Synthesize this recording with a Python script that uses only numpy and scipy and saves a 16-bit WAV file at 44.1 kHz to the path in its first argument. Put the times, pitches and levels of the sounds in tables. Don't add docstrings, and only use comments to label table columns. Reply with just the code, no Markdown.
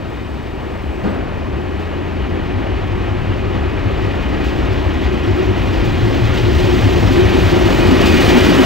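import sys
import numpy as np
from scipy import signal
from scipy.fft import rfft, irfft, next_fast_len
from scipy.io import wavfile
from scipy.ndimage import uniform_filter1d

SR = 44100
rng = np.random.default_rng(int(sys.argv[2]) if len(sys.argv) > 2 else 0)


def generate_wav(signal):
    frames = np.transpose(np.atleast_2d(signal))
    scaled = np.clip(frames, -1, 1) * 32767
    pcm = np.round(scaled).astype(np.int16)
    wavfile.write(sys.argv[1], SR, pcm)


N = 381465

# frequency in Hz, relative density in dB per Hz.
CAMERA_HISS_COLOUR = [(2000, -17), (4500, 0.5), (8000, -10), (10400, -17.5), (11000, -19)]
CAMERA_HISS_DB = -53.5

# frequency in Hz, correlation from 0 to 1.
PORT_LIKENESS = [(20, .7), (50, .9), (110, 0.73), (150, 1), (330, 1), (1500, 0.95), (4000, 0.98), (9000, 1)]
# frequency in Hz, lead of the left port in radians.
LEFT_LEAD = [(20, -0.037), (100, -0.89), (180, -1.36), (300, -1.53), (550, -1.5), (1000, -1.1),
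             (2000, -0.65), (4000, -0.35), (9000, 0.)]
# frequency in Hz, left minus right in dB.
LEFT_MINUS_RIGHT = [(20, 4), (100, 3.5), (400, 1.8), (1000, .5), (4000, 0.1), (9000, -0.3)]
BAND_EDGE_HZ = 15780

# start in seconds, peak level in dB.
THUD_BOUNCES = [(1.036, -19), (1.046, -11), (1.056, -12.5), (1.069, -12.5), (1.083, -14.5), (1.098, -18)]
# frequency in Hz, relative level in dB, t60 in seconds.
THUD_MODES = [(77, -8.5, 0.14), (201, -2.5, 0.1), (309, -5.5, .07), (444, -2, 0.028), (760, -11, 0.045),
              (1220, -14.5, 0.035), (1580, -21, .03)]
# frequency in Hz, relative density in dB per Hz.
THUD_COLOUR = [(40, -31), (78, 5), (130, -1), (210, 7.5), (450, 7.5), (900, -4), (1500, -6), (2200, -12),
               (5000, -29)]
THUD_TAIL_S, THUD_TAIL_DB, THUD_TAIL_T60_S = 1.036, -21.5, 1.7

# time in seconds, nominal level in dB.
RUMBLE_LEVEL = [(0, -30.5), (1.2, -26), (2.3, -25), (3, -22), (3.8, -20.5), (4.3, -20.5), (4.9, -19.5),
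                (5.5, -22.5), (5.8, -19), (6.3, -16), (7.2, -17.5), (7.8, -20), (8.3, -19), (8.65, -23.5)]
# frequency in Hz, relative density in dB per Hz.
RUMBLE_COLOUR = [(15, -27), (32, -2.5), (48, 1), (75, 1), (105, 1), (121, -9.5), (131, -6), (150, -14)]
# time in seconds, turns per second.
WHEEL_TURNS = [(0, 5.51), (1.65, 5.378), (3.15, 5.235), (4.65, 5.095), (6.15, 4.977), (7.65, 4.876),
               (8.65, 4.815)]
# centre in seconds, order of the turn rate, nominal peak in dB, half-length in seconds.
ORDER_HUMS = [(0.71, 14, -31, 0.69), (1.6, 14, -34, 0.41), (2.104, 16, -26, 0.5), (2.493, 11, -31, 0.69),
              (5.004, 15, -26.5, 0.36), (6.4, 15, -26, 0.44)]
DEEP_HZ = 72.4
RUMBLE_WANDER_DB, RUMBLE_WANDER_S = 0.5, 0.05

# centre in seconds, peak level in dB, pitch in Hz.
LURCHES = [(0.175, -26, 63.8), (0.35, -23, 69), (0.711, -24, 71.2), (0.9, -18.5, 71.5), (1.058, -28, 66.6),
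           (1.206, -23, 53.6), (1.547, -18, 68), (1.755, -23, 64.9), (2.235, -17, 62.3), (2.749, -15, 62),
           (3.1, -18, 64.4), (3.434, -18, 69.4), (3.626, -17, 72.0), (3.957, -17, 58.6), (4.095, -22, 60),
           (4.293, -14, 63), (4.481, -17, 60), (4.641, -14.9, 62.8), (4.881, -12.5, 66.6),
           (5.078, -14, 61.3), (5.338, -14.1, 67), (5.481, -14, 61.8), (5.635, -14, 53.5),
           (5.798, -14, 53.6), (6.168, -14.5, 65.9), (6.371, -12.5, 63.5), (6.568, -11, 71),
           (6.727, -17, 67), (6.892, -18, 59), (7.071, -14.5, 56.0), (7.261, -11, 67.4), (7.4, -15, 62.3),
           (7.629, -14.5, 58.3), (8.079, -13, 72.5), (8.297, -11.7, 67), (8.456, -14.5, 57.4)]
LURCH_HALF_S, LURCH_SAG_HZ_PER_S = 0.034, 40
LURCH_DUCK = 0.5

# frequency in Hz, relative density in dB per Hz.
BOOM_COLOUR = [(100, -29), (130, -1.5), (180, -1.5), (255, -1), (300, -1), (392, -5.5), (408, -4.5),
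               (450, -12.5), (520, -27.5)]
# frequency in Hz, relative density in dB per Hz.
PANEL_COLOUR = [(290, -27), (322, -7.5), (340, -4), (360, -9), (378, -0.5), (395, -13), (410, -15.5),
                (430, -36)]
# centre in seconds, dB above its usual ring, half-length in seconds, pitch of its hum in Hz.
PANEL_SURGES = [(0.983, 6, 0.017, 350), (1.635, 6.5, 0.065, 355), (1.994, 6, 0.039, 350),
                (2.539, 4, 0.072, 355), (3.163, 4.5, 0.065, 360), (3.485, 5, 0.066, 360),
                (4.05, 4.5, 0.023, 362), (5.138, 6.5, 0.045, 352), (5.29, 14, 0.018, 342),
                (5.395, 9.5, 0.048, 367), (5.516, 7, 0.03, 371), (5.829, 3, 0.1, 354),
                (6.074, 5, 0.093, 349), (6.282, 2, 0.21, 352), (6.487, 9.5, 0.033, 362),
                (6.61, 10, 0.023, 360), (6.718, 9, 0.078, 361), (6.957, 8, 0.07, 355),
                (7.193, 7, 0.04, 361), (7.343, 8.5, 0.077, 357), (7.537, 11.5, 0.025, 362),
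                (7.62, 8, 0.048, 355), (7.845, 8, 0.027, 355), (7.951, 4.5, 0.083, 340),
                (8.082, 5, 0.06, 341), (8.371, 3.5, 0.094, 356), (8.507, 6.5, 0.03, 353),
                (8.616, 7, 0.062, 358)]
PANEL_WANDER_DB, PANEL_WANDER_S = 1.7, 0.046
WAVER_HZ, WAVER_S = 9, 0.031
FLUTTER_DB, FLUTTER_S = 1.2, 0.012

# start in seconds, nominal level in dB, t60 in seconds.
CLATTERS = [(1.034, -42, 0.6), (1.79, -43, 0.4), (4.44, -35, 0.65), (5.84, -35, .3), (6.37, -28, 0.21),
            (6.58, -30, 0.55), (6.87, -35, 0.22), (7.12, -28, .2), (7.49, -35, 0.13), (7.65, -26, .2),
            (8.01, -23, 0.16), (8.055, -22.5, 0.43), (8.285, -20, 0.2), (8.445, -21, .2), (8.495, -31, 0.1)]
# frequency in Hz, relative density in dB per Hz.
CLATTER_COLOUR = [(1500, -15), (2500, 4), (4500, -3.5), (7000, -12.5), (10500, -27), (11000, -66)]

# start in seconds, length in seconds,
# first pitch in Hz, last pitch in Hz, first level in dB, last level in dB, width in Hz.
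SQUEALS = [(.03, .13, 3790, 3740, -59, -60, 13), (.15, .14, 3715, 3730, -59, -58.5, 13),
           (.29, .11, 3765, 3695, -56.5, -56.5, 12), (.39, .14, 3700, 3675, -60, -57, 16),
           (.53, .2, 3640, 3630, -59.5, -61, 16), (.08, .52, 8100, 8100, -67, -71, 350),
           (.6, .56, 8300, 7980, -69, -65, 350), (6.362, .055, 3200, 2700, -38, -34, 110),
           (7.3, 1.24, 4450, 4650, -50, -39, 35), (7.77, .07, 2460, 2440, -34, -34, 35),
           (8.012, .035, 2870, 2870, -27, -28, 60), (8.04, .11, 2520, 2500, -30.5, -30.5, 40),
           (8.16, .09, 2430, 2460, -31, -28, 60), (8.16, .08, 2860, 2930, -30, -28, 40),
           (8.25, .18, 2410, 2370, -32, -30.5, 40), (8.27, .06, 3250, 3220, -33, -35, 60),
           (8.32, .09, 2720, 2820, -35, -33, 50), (8.39, .06, 2960, 2990, -33, -33, 60),
           (8.51, .14, 2950, 2980, -35, -31, 70)]
CHATTER_DB, CHATTER_S = 2, 0.012

# time in seconds, loudness in dB, level of the rolling roar in dB,
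# level of the hiss in dB.
APPROACH = [(0, -40, -35, -48), (.7, -39.5, -34, -49), (1.5, -37.5, -32.5, -48.5), (2.5, -35, -31, -44.5),
            (3.5, -34, -29.5, -43), (4.5, -32, -28.5, -39), (5.5, -31, -28.5, -37.5),
            (6.2, -30, -27.5, -34.5), (6.8, -28.5, -26, -31), (7.4, -26.5, -23.5, -30.5),
            (7.9, -25, -21.5, -29), (8.2, -23, -21, -26), (8.65, -23, -20, -26)]
# offset in dB, share of the swell.
BOOM_LAW = (5.32, 0.91)
RING_LAW = (1.24, 1)
SING_LAW = (0.96, 1.016)
# frequency in Hz, relative density in dB per Hz.
ROLL_COLOUR = [(250, -53), (420, -8), (471, -4.5), (751, -7), (868, -8), (968, -9.5), (1270, -11.5),
               (1450, -21), (1880, -18.5), (3190, -120)]
# frequency in Hz, relative density in dB per Hz.
SING_COLOUR = [(790, -26), (1350, -0.5), (1890, 1.5), (2080, 0.5), (2490, -1.5), (2960, -2.5), (3400, -11),
               (4420, -18.5), (7480, -120)]
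# frequency in Hz, relative density in dB per Hz.
HISS_COLOUR = [(1880, -14), (3200, -3.5), (6170, -13.5), (8410, -20.5), (9770, -22.5), (11000, -37),
               (14300, -73), (22000, -120)]
# frequency in Hz, width in Hz, mean lift above the singing colour in dB.
WHEEL_MODES = [(1900, 58, 3), (2460, 104, 4.5), (2950, 80, 2.5)]
MODE_SWING = 0.3
START_METRES, SPEED_M_PER_S = 216, 23
PAN_START_DB, PAN_END_DB = 3, -1.5
ROLL_SURGE_DB, ROLL_SURGE_S = 0.53, 0.025

# centre in seconds, peak level in dB, pitch in Hz.
GROANS = [(6.718, -20, 258), (6.888, -17, 260), (7.111, -14.5, 264), (7.342, -14, 258), (7.729, -16.5, 290),
          (7.929, -10.5, 260), (8.146, -15, 240), (8.369, -8.5, 242), (8.498, -11.5, 296), (8.599, -8, 263)]
GROAN_HALF_S, GROAN_SAG_HZ_PER_S = 0.023, 300
# centre in seconds, peak level in dB, pitch in Hz.
CHUGS = [(2.327, -18, 90), (2.563, -14.5, 95), (2.715, -19, 95.4), (2.928, -15, 96.4), (3.104, -15, 100),
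         (3.3, -13.5, 99), (3.483, -16, 98), (3.68, -15, 82.4), (3.876, -12.5, 99), (4.065, -13.5, 97),
         (4.199, -28, 91), (4.339, -19, 92.5), (4.472, -30, 94), (4.708, -13, 97.8), (4.875, -13.5, 94.4),
         (5.05, -15.5, 83), (5.31, -11, 98), (5.501, -12, 101), (5.703, -12, 95.3), (5.9, -12.7, 105),
         (6.044, -9.5, 112), (6.242, -10, 112.5), (6.444, -9.5, 109.4), (6.651, -10.5, 106),
         (6.851, -6.5, 102.3), (7.049, -8.5, 104.7), (7.258, -8.5, 99), (7.464, -7.5, 93.5),
         (7.668, -11, 101), (7.882, -10, 92), (8.117, -13.5, 86), (8.255, -13.5, 106), (8.434, -14, 89)]
CHUG_HALF_S, CHUG_SAG_HZ_PER_S = 0.031, 260
CHUG_DUCK = 0.75
OFFBEAT_DB = -12


def gain_of(db):
    return 10 ** (np.asarray(db) / 20)


def evened(x):
    return x / np.sqrt(np.mean(x ** 2) + 1e-20)


def read(points, hz):
    f, value = np.transpose(points)
    return np.interp(np.log(hz + 1), np.log(f + 1), value)


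def curves(rows):
    s, *columns = np.transpose(rows)
    return [np.interp(np.arange(N) / SR, s, column) for column in columns]


def chance(s):
    width = max(round(s * SR), 1)
    smooth = uniform_filter1d(rng.standard_normal(N), size=width)
    return evened(uniform_filter1d(smooth, size=width))


def swell(s, half_s):
    return np.exp(-((np.arange(N) / SR - s) / half_s) ** 2)


def follows(law):
    offset_db, share = law
    return offset_db + share * curves(APPROACH)[0]


def burst(s, db, rise_s, t60):
    t = np.maximum(np.arange(N) / SR - s, 0)
    return gain_of(db - 60 * t / t60) * (1 - np.exp(-t / rise_s))


def steadied(x, s):
    power = uniform_filter1d((x ** 2).mean(0), round(s * SR))
    return evened(x / np.sqrt(abs(power) + 0.046))


def resonate(x, hz, width):
    turn = np.exp(2j * np.pi * np.cumsum(hz * np.ones(N)) / SR)
    r = np.exp(-np.pi * width / SR)
    low = signal.lfilter([1 - r], [1, -r], x / turn)
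    low = signal.lfilter([1 - r], [1, -r], low)
    return evened((turn * low).real)


def noise(colour, size=1024, patchy_db=0., flicker_db=0., metres=None, same=PORT_LIKENESS, modes=()):
    hop, hz = size // 4, np.fft.rfftfreq(size, 1 / SR)
    frames = N // hop + 5
    a, b, c, d, patches = rng.standard_normal((frames, len(hz), 5)).T
    patches = uniform_filter1d(patches, size=16, axis=0)
    patches = evened(uniform_filter1d(patches, size=10, axis=1))
    flicker = evened(uniform_filter1d(rng.standard_normal(frames), size=4))

    f = np.transpose(colour)[0]
    outside = (hz < f[0]) | (hz > f[-1])
    db = (read(colour, hz) - 200 * outside)[:, None] * np.ones(frames)
    for peak_hz, width, peak_db in modes:
        swing = 1 + MODE_SWING * evened(uniform_filter1d(rng.standard_normal(frames), size=24))
        peak = peak_db / (1 + (2 * (hz - peak_hz) / width) ** 2)
        db = db + peak[:, None] * swing
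    if metres is not None:
        frame_metres = metres[np.minimum(np.arange(frames) * hop, N - 1)]
        db = db - 0.12 * (hz[:, None] / 8000) ** 1.03 * frame_metres
    shape = gain_of(db) / np.linalg.norm(gain_of(db), axis=0)

    like = np.clip(read(same, hz), -1, 1)[:, None]
    left = a + 1j * b
    right = like * left + np.sqrt(1 - like ** 2) * (c + 1j * d)
    spectra = np.array([left, right]) * shape * gain_of(patchy_db * patches + flicker_db * flicker)
    return evened(signal.istft(spectra, nperseg=size, noverlap=size - hop)[1][:, :N])


def booms(rows, half_s, sag_hz_per_s):
    t = np.arange(-3 * half_s, 3 * half_s, 1 / SR)
    out = np.zeros(N + SR)
    for s, db, hz in rows:
        cycles = hz * t - sag_hz_per_s * t ** 2 / 2 + rng.random()
        first = round((s + t[0]) * SR)
        out[first:first + len(t)] += gain_of(db) * np.exp(-(t / half_s) ** 2) * np.cos(2 * np.pi * cycles)
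    return out[:N]


def hush(rows, half_s, share):
    dips = sum(swell(row[0], 2 * half_s) for row in rows)
    return np.clip(1 - share * dips, 0, 1)


def camera_hiss():
    return gain_of(CAMERA_HISS_DB) * noise(CAMERA_HISS_COLOUR, same=[(20, .3), (20000, 0.63)])


def thud():
    hits = np.zeros(N)
    for s, db in THUD_BOUNCES:
        hits[round(s * SR)] = gain_of(db)
    t = np.arange(SR // 4) / SR
    ring = sum(gain_of(db - 60 * t / t60) * np.sin(2 * np.pi * hz * t) for hz, db, t60 in THUD_MODES)
    ring = ring * (1 - np.exp(-t / 0.0021))
    tail = burst(THUD_TAIL_S, THUD_TAIL_DB, 0.011, THUD_TAIL_T60_S) * noise(THUD_COLOUR, size=2048)
    return signal.oaconvolve(hits, ring / abs(ring).max())[:N] + tail


def wheel_thumps(level):
    step, orders = 64, np.arange(6, 29)
    turn_rate = curves(WHEEL_TURNS)[0]
    angle = 2 * np.pi * (np.cumsum(turn_rate) / SR)[::step]
    a, b = uniform_filter1d(rng.standard_normal((len(angle), len(orders), 2)), size=500, axis=0).T
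    drift = (a + 1j * b) / np.sqrt(np.mean(a ** 2 + b ** 2))
    colour = gain_of(read(RUMBLE_COLOUR, orders[:, None] * turn_rate[::step]))
    weak = evened((colour * drift * np.exp(1j * orders[:, None] * angle)).real.sum(0))
    thumps = 0.79 * weak * level[::step]
    for s, order, peak_db, half_s in ORDER_HUMS:
        tone = np.cos(round(order) * angle + 2 * np.pi * rng.random())
        thumps = thumps + np.sqrt(2) * gain_of(peak_db) * swell(s, half_s)[::step] * tone
    return signal.resample_poly(thumps, step, 1)[:N] / level


def rumble():
    level = gain_of(curves(RUMBLE_LEVEL)[0])
    ground = noise(RUMBLE_COLOUR, size=4096, same=[(20, .3), (60, 0.95), (150, 0.66)])
    even = steadied(wheel_thumps(level) + 0.54 * ground, 0.035)
    even = even * gain_of(RUMBLE_WANDER_DB * chance(RUMBLE_WANDER_S))
    deep = signal.sosfiltfilt(signal.butter(2, DEEP_HZ, fs=SR, output="sos"), even)
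    upper = hush(CHUGS, CHUG_HALF_S, CHUG_DUCK) * (even - deep)
    deep = hush(LURCHES, LURCH_HALF_S, LURCH_DUCK) * deep
    return level * (upper + deep + 0.27 * ground)


def lurches():
    return booms(LURCHES, LURCH_HALF_S, LURCH_SAG_HZ_PER_S)


def wagon_boom():
    body, panel = noise(BOOM_COLOUR, size=2048), noise(PANEL_COLOUR, size=4096)
    surge = gain_of(sum(db * swell(s, half_s) for s, db, half_s, hz in PANEL_SURGES))
    hz = curves(PANEL_SURGES)[2] + WAVER_HZ * chance(WAVER_S)
    tone = np.cos(2 * np.pi * (np.cumsum(hz) / SR + rng.random()))
    flutter = evened(gain_of(FLUTTER_DB * chance(FLUTTER_S)))
    hum = np.sqrt(2 * abs(surge ** 2 - 1)) * flutter * tone
    ring = steadied(panel, 0.089) + hum
    ring_db = follows(RING_LAW) + PANEL_WANDER_DB * chance(PANEL_WANDER_S)
    return gain_of(follows(BOOM_LAW)) * body + gain_of(ring_db) * ring


def clatters():
    envelope = sum(burst(s, db, 0.0029, t60) for s, db, t60 in CLATTERS)
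    return envelope * noise(CLATTER_COLOUR, size=512)


def squeal(start, length, first_hz, last_hz, first_db, last_db, width):
    hz, db = curves([(start, first_hz, first_db), (start + length, last_hz, last_db)])
    t = np.arange(N) / SR - start
    gate = np.clip(np.minimum(t, length - t) / 0.01, 0, 1)
    tone = resonate(rng.standard_normal(N), hz * (1 + 0.0025 * chance(0.04)), width)
    chatter = evened(gain_of(CHATTER_DB * chance(CHATTER_S)))
    return gain_of(db) * chatter * gate * steadied(tone[None], 0.041)


def wheels():
    _, roll_db, hiss_db = curves(APPROACH)
    roll = gain_of(roll_db) * noise(ROLL_COLOUR, patchy_db=0.3, flicker_db=0.8)
    pan_db = np.linspace(PAN_START_DB, PAN_END_DB, N)
    sing_db = follows(SING_LAW) + np.array([pan_db, -pan_db]) / 2
    sing = gain_of(sing_db) * noise(SING_COLOUR, patchy_db=0.46, flicker_db=0.44, modes=WHEEL_MODES)
    metres = START_METRES - SPEED_M_PER_S * np.arange(N) / SR
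    hiss = gain_of(hiss_db) * noise(HISS_COLOUR, size=512, patchy_db=1., flicker_db=1., metres=metres)
    return gain_of(ROLL_SURGE_DB * chance(ROLL_SURGE_S)) * (roll + sing + hiss)


def locomotive():
    offbeats = (np.array(CHUGS[1:]) + CHUGS[:-1]) / 2 + [0, OFFBEAT_DB, 0]
    chugs = booms(CHUGS, CHUG_HALF_S, CHUG_SAG_HZ_PER_S)
    chugs = chugs + booms(offbeats, CHUG_HALF_S, CHUG_SAG_HZ_PER_S)
    return chugs + booms(GROANS, GROAN_HALF_S, GROAN_SAG_HZ_PER_S)


def scene():
    background = camera_hiss() + thud() + rumble() + lurches()
    squeals = sum(squeal(*row) for row in SQUEALS)
    return background + wagon_boom() + clatters() + squeals + wheels() + locomotive()


def record(dry):
    size = next_fast_len(N)
    hz = np.fft.rfftfreq(size, 1 / SR)
    half = gain_of(read(LEFT_MINUS_RIGHT, hz) / 2) * np.exp(.5j * read(LEFT_LEAD, hz))
    ports = np.array([half, 1 / half]) / abs(half + 1 / half) * 2
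    lift = (hz < SR / 4) / np.cos(np.pi * np.minimum(hz, SR / 4) / SR)
    lift = lift / np.sqrt(1 + (hz / 10500) ** 40)
    x = irfft(rfft(dry, size) * ports * lift, size)[:, :N]
    x = np.clip(x, -.97, .97)
    held = np.repeat(x[:, ::2], 2, axis=1)[:, :N]
    band_limit = signal.firwin(1023, BAND_EDGE_HZ, window=("kaiser", 9), fs=SR)
    return signal.oaconvolve(held, band_limit[None], "same")


dry = scene()
out = record(dry)
generate_wav(out)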